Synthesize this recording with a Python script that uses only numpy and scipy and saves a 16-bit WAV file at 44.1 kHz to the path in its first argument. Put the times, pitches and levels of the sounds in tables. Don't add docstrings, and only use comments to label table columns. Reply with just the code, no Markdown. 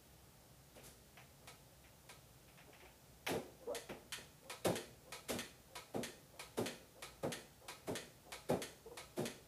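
import sys
import numpy as np
from scipy import signal
from scipy.fft import rfft, irfft
from scipy.io import wavfile
from scipy.ndimage import uniform_filter1d

SR = 44100
rng = np.random.default_rng(int(sys.argv[2]) if len(sys.argv) > 2 else 0)


def wav_record(signal):
    frames = np.transpose(np.atleast_2d(signal))
    bounded = np.clip(frames, -1, 1)
    quanta = np.round(bounded * 32767).astype(np.int16)
    wavfile.write(sys.argv[1], SR, quanta)


N = 417627
T = np.arange(int(.7 * SR)) / SR
SPLIT_HZ = 4100


def amp(db):
    return 10 ** (np.asarray(db) / 20)


def unit_rms(x):
    return x / np.sqrt(np.mean(x ** 2) + 1e-20)


def curve_at(points, hz):
    freqs, values = np.transpose(points)
    return np.interp(np.log(hz + 1), np.log(freqs), values)


def add(track, start_s, x):
    part = track[round(start_s * SR):][:len(x)]
    part += x[:len(part)]


def band(x, low_hz, high_hz):
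    sos = signal.butter(3, [low_hz, min(high_hz, SR / 2 - 1)], 'band', fs=SR, output='sos')
    return signal.sosfilt(sos, x)


def at_level(x, db):
    return amp(db) * x / np.sqrt(uniform_filter1d(x ** 2, SR // 50).max())


def resonate(x, eq, modes):
    size = 2 * len(x)
    hz = np.fft.rfftfreq(size, 1 / SR)
    peaks_db = sum(boost / (1 + (2 * (hz - pitch) / width) ** 2) for pitch, width, boost in modes)
    cepstrum = irfft(np.log(amp(curve_at(eq, hz) + peaks_db)))[:size // 2]
    response = np.exp(2 * rfft(cepstrum, size) - cepstrum[0])
    return irfft(rfft(x, size) * response)[:len(x)]


# freq_hz, gain_db
BED_EQ = [(15, -63), (25, -29.5), (61, 3.5), (91, -7.5), (129, 2), (215, -8), (421, -11.5), (523, -9.5),
          (762, -13.5), (895, -12.5), (970, -19.5), (1200, -18), (2060, -21.5), (5730, -22), (15500, -24.5)]


def background(level_db=-63.5):
    gain = amp(curve_at(BED_EQ, np.fft.rfftfreq(N, 1 / SR)))
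    return amp(level_db) * unit_rms(irfft(rfft(rng.standard_normal(N)) * gain, N))


# freq_hz, t60_s
ROOM_DECAY = [(100, 0.36), (400, 0.55), (1000, 0.41), (2500, 0.38), (6000, 0.45), (14000, 0.31)]


def room_tail():
    hz, t, spectra = signal.stft(rng.standard_normal(len(T)), SR, nperseg=256)
    decay = amp(-60 * t / curve_at(ROOM_DECAY, hz)[:, None])
    tail = signal.istft(spectra * decay, SR, nperseg=256)[1][:len(T)]
    return tail / np.linalg.norm(tail)


def room_path(direct, early_s, early=1.0):
    reflections = rng.standard_normal(len(T)) * (rng.random(len(T)) < .06)
    reflections *= np.exp(-(T / early_s) ** 2)
    path = room_tail() + early * reflections / np.linalg.norm(reflections)
    path[0] += direct
    return path


def impacts(hits, eq, modes, low_hz, direct, early_s, shared, bounce_s=0, bounce_gain=0):
    out = np.zeros(N)
    spectrum = rfft(room_path(direct, early_s))
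    common = irfft(spectrum / np.sqrt(uniform_filter1d(abs(spectrum) ** 2, size=60)), len(T))
    for start_s, ring_db, crack_db in hits:
        path = np.sqrt(shared) * common + np.sqrt(1 - shared) * room_path(direct, early_s)
        hit = resonate(path, eq, modes)
        ring = at_level(band(hit, low_hz, SPLIT_HZ), ring_db)
        crack = at_level(band(hit, SPLIT_HZ, SR / 2), crack_db)
        add(out, start_s, ring + crack)
        add(out, start_s + bounce_s * rng.uniform(.8, 1.3), bounce_gain * ring)
    return out


# freq_hz, gain_db
PAW_EQ = [(400, -3), (750, 2), (1100, -5), (1700, -2.5), (2400, 1.5), (3500, -8.5), (4500, -17),
          (5800, -14.5), (7500, -32), (11000, -20), (15000, -26)]
# start_s, ring_db
PAW_HITS = [(0.774, -64.5), (1.171, -56.5), (1.841, -65.5), (2.479, -67.5), (2.576, -61), (2.73, -61.5),
            (2.802, -62), (2.85, -61.5), (3.266, -38.5), (3.891, -51.5)]


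def paw_taps(treble_db=-11, claw_threshold_db=-45, claw_db_per_db=0.71, sharpness_doubling_db=36):
    out = np.zeros(N)
    for start_s, ring_db in PAW_HITS:
        force_db = ring_db - claw_threshold_db
        sharpness = 2 ** (force_db / sharpness_doubling_db)
        crack_db = ring_db + treble_db + claw_db_per_db * max(0, force_db)
        out += impacts([(start_s, ring_db, crack_db)], PAW_EQ, modes=[], low_hz=570,
                       direct=.17 * sharpness, early_s=0.035 / sharpness, shared=0)
    return out


# start_s, length_s, start_hz, end_hz, level_db
HINGE_GLIDES = [(2.67, .04, 407, 442, -61), (2.807, 0.062, 349, 397, -61.5), (3.594, 0.087, 528, 502, -58),
                (3.664, 0.053, 428, 533, -42.5), (3.694, 0.041, 587, 571, -42),
                (3.723, 0.031, 656, 680, -47.5), (3.748, .041, 493, 406, -51), (8.854, 0.04, 435, 460, -52),
                (8.901, 0.037, 509, 453, -53)]


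def hinge_squeaks(rasp=0.3, waver=.025, octave_db=-18, clean_db=-54):
    out = np.zeros(N)
    lead_ins = [(click_s - .075, 0.0743, 475.8, 572, push_db - 24.5) for click_s, push_db in PUSHES]
    for start_s, length_s, start_hz, end_hz, level_db in HINGE_GLIDES + lead_ins:
        progress = np.minimum(T / length_s, 1)
        drift = unit_rms(uniform_filter1d(rng.standard_normal(len(T)), size=120))
        pitch_hz = (start_hz + (end_hz - start_hz) * progress) * (1 + waver * drift)
        phase = 2 * np.pi * np.cumsum(pitch_hz) / SR
        tone = np.sin(phase) + amp(octave_db) * np.sin(2 * phase)
        grit_gain = rasp * max(1, amp(clean_db - level_db))
        grit = grit_gain * unit_rms(band(rng.standard_normal(len(T)), 242, 820))
        squeak = np.sin(np.pi * progress) * (tone + grit)
        path = room_path(direct=2.2, early_s=.014, early=.8)
        add(out, start_s, at_level(signal.fftconvolve(squeak, path)[:len(T)], level_db))
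    return out


# freq_hz, gain_db
MAGNET_EQ = [(900, -5), (1200, -10.5), (1800, 1), (3400, -5.5), (5200, -9.5), (8000, -6), (11300, -6),
             (12700, -15), (13500, -17), (15200, -54)]
# pitch_hz, width_hz, boost_db
MAGNET_MODES = [(972, 84, 6.4), (1207, 47, 7.1), (1321, 113, 7.4), (1468, 32, 7.3), (1834, 39, 7.2),
                (1990, 32, 6.7), (2500, 142, 5.9), (3098, 279, 6.1), (3441, 315, 7.5), (4241, 295, 7.0),
                (4624, 420, 5.3), (6359, 571, 6.5)]
# start_s, ring_db
MAGNET_HITS = [(3.7476, -48), (4.1224, -44.5), (4.756, -45.5), (5.3879, -44.5), (6.0326, -45.5),
               (6.6593, -44.5), (7.32, -45), (7.954, -45.5), (8.6188, -46), (9.255, -46.5)]


def magnet_snaps(crack_db=-47):
    hits = [(start_s, ring_db, crack_db) for start_s, ring_db in MAGNET_HITS]
    return impacts(hits, MAGNET_EQ, MAGNET_MODES, low_hz=880, direct=0.29, early_s=0.023, shared=.7,
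                   bounce_s=.027, bounce_gain=0.2)


# freq_hz, gain_db
FLAP_EQ = [(300, -2.5), (600, -4), (1000, -5), (1600, -5.5), (2800, -5), (4000, -6), (5200, -14.5),
           (8000, -16), (11300, -15.5), (13000, -28), (15200, -36)]
# pitch_hz, width_hz, boost_db
FLAP_RESONANCES = [(355, 54, 10.9), (454, 39, 6.4), (512, 60, 9.7), (649, 15, 12.0), (690, 23, 7.6),
                   (763, 67, 6.2), (844, 76, 7.7), (986, 64, 11.7), (1102, 20, 9.0), (1281, 113, 12.0),
                   (1589, 37, 10.2), (1874, 160, 6.8), (2226, 160, 12.0), (2462, 109, 12.0)]
# click_s, push_db
PUSHES = [(1.474, -43), (2.091, -44), (4.497, -36), (5.122, -36.5), (5.754, -37.5), (6.394, -37),
          (7.023, -37), (7.683, -37), (8.32, -36.5), (8.972, -38)]


def release_clicks(ring_trim_db=-12.0, crack_trim_db=-13.5):
    hits = [(click_s, push_db + ring_trim_db, push_db + crack_trim_db) for click_s, push_db in PUSHES]
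    return impacts(hits, FLAP_EQ, FLAP_RESONANCES, low_hz=413, direct=0.091, early_s=0.033, shared=.8)


# freq_hz, gain_db
DOOR_EQ = [(55, -13.5), (110, 2.5), (200, 0.5), (310, -13), (500, -6), (800, -14), (1100, -25.5),
           (2000, -25), (3000, -25), (6000, -24.5), (11500, -21), (15200, -34)]
# pitch_hz, width_hz, boost_db
DOOR_RESONANCES = [(237, 14, 7.4), (273, 55, 7.0), (361, 59, 9.6), (444, 25, 5.2), (522, 15, 4.9),
                   (598, 10, 5.3), (652, 32, 3.5), (796, 17, 5.2), (878, 22, 4.5), (1010, 44, 3.0),
                   (1253, 110, 4.5), (2209, 45, 4.2), (2406, 44, 8.2), (3680, 143, 5.0)]


def door_contact(swell_s, hold_s, hold_db, tilt_db_per_octave=0):
    swell = 1 - np.exp(-(T / swell_s) ** 2)
    hold = amp(hold_db * np.exp(-(T / hold_s) ** 4))
    tilted_eq = [(hz, db + tilt_db_per_octave * np.log2(hz)) for hz, db in DOOR_EQ]
    return resonate(room_tail() * swell * hold, tilted_eq, DOOR_RESONANCES)


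# start_s, knock_db,
# scrape_db, swell_s
FLAP_LANDINGS = [(0.745, -58, -66.5, .012), (0.823, -64.5, -58, .028), (3.276, -39, -49.5, 0.014),
                 (3.328, -43.5, -64, 0.0071), (3.887, -47.5, -67, 0.00424), (4.164, -58.5, -73, .015),
                 (4.644, -33, -43, 0.0049), (5.280, -41, -45, .014), (5.931, -39, -60.5, 0.016),
                 (6.566, -37, -50.5, .011), (7.224, -38.5, -58, 0.008), (7.863, -40, -56, 0.015),
                 (8.483, -33, -51.5, 0.011), (9.158, -38.5, -54.5, 0.024)]


def flap_thumps(rattle_trim_db=-0.8, hiss_trim_db=-1.44, boom_trim_db=-6.5,
                light_scrape_db=-61, drag_doubling_db=13.5):
    out = np.zeros(N)
    for start_s, knock_db, scrape_db, swell_s in FLAP_LANDINGS:
        scrape = door_contact(swell_s, hold_s=0.025, hold_db=3.5)
        rattle = at_level(band(scrape, 1040, SPLIT_HZ), min(scrape_db, knock_db) + rattle_trim_db)
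        hiss = at_level(band(scrape, SPLIT_HZ, SR / 2), scrape_db + hiss_trim_db)
        add(out, start_s, rattle + hiss)
        drag_s = 0.061 * 2 ** ((scrape_db - light_scrape_db) / drag_doubling_db)
        attack_s = 0.0046 + 0.34 * swell_s
        frame = door_contact(attack_s, drag_s, hold_db=3.0, tilt_db_per_octave=3.5 - 158 * swell_s)
        panel = door_contact(3.1 * attack_s, drag_s, hold_db=13.0, tilt_db_per_octave=4.0)
        knock = at_level(band(frame, 248, 1620), knock_db)
        boom = at_level(band(panel, 28, 240), knock_db + boom_trim_db)
        add(out, start_s + .4 * swell_s, knock + boom)
    return out


def scene():
    action = paw_taps() + release_clicks() + magnet_snaps() + flap_thumps() + hinge_squeaks()
    return (action + background())[None]


def record(dry):
    cutoff_hz = 15450
    return irfft(rfft(dry) * (np.fft.rfftfreq(N, 1 / SR) < cutoff_hz), N)


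dry = scene()
out = record(dry)
wav_record(out)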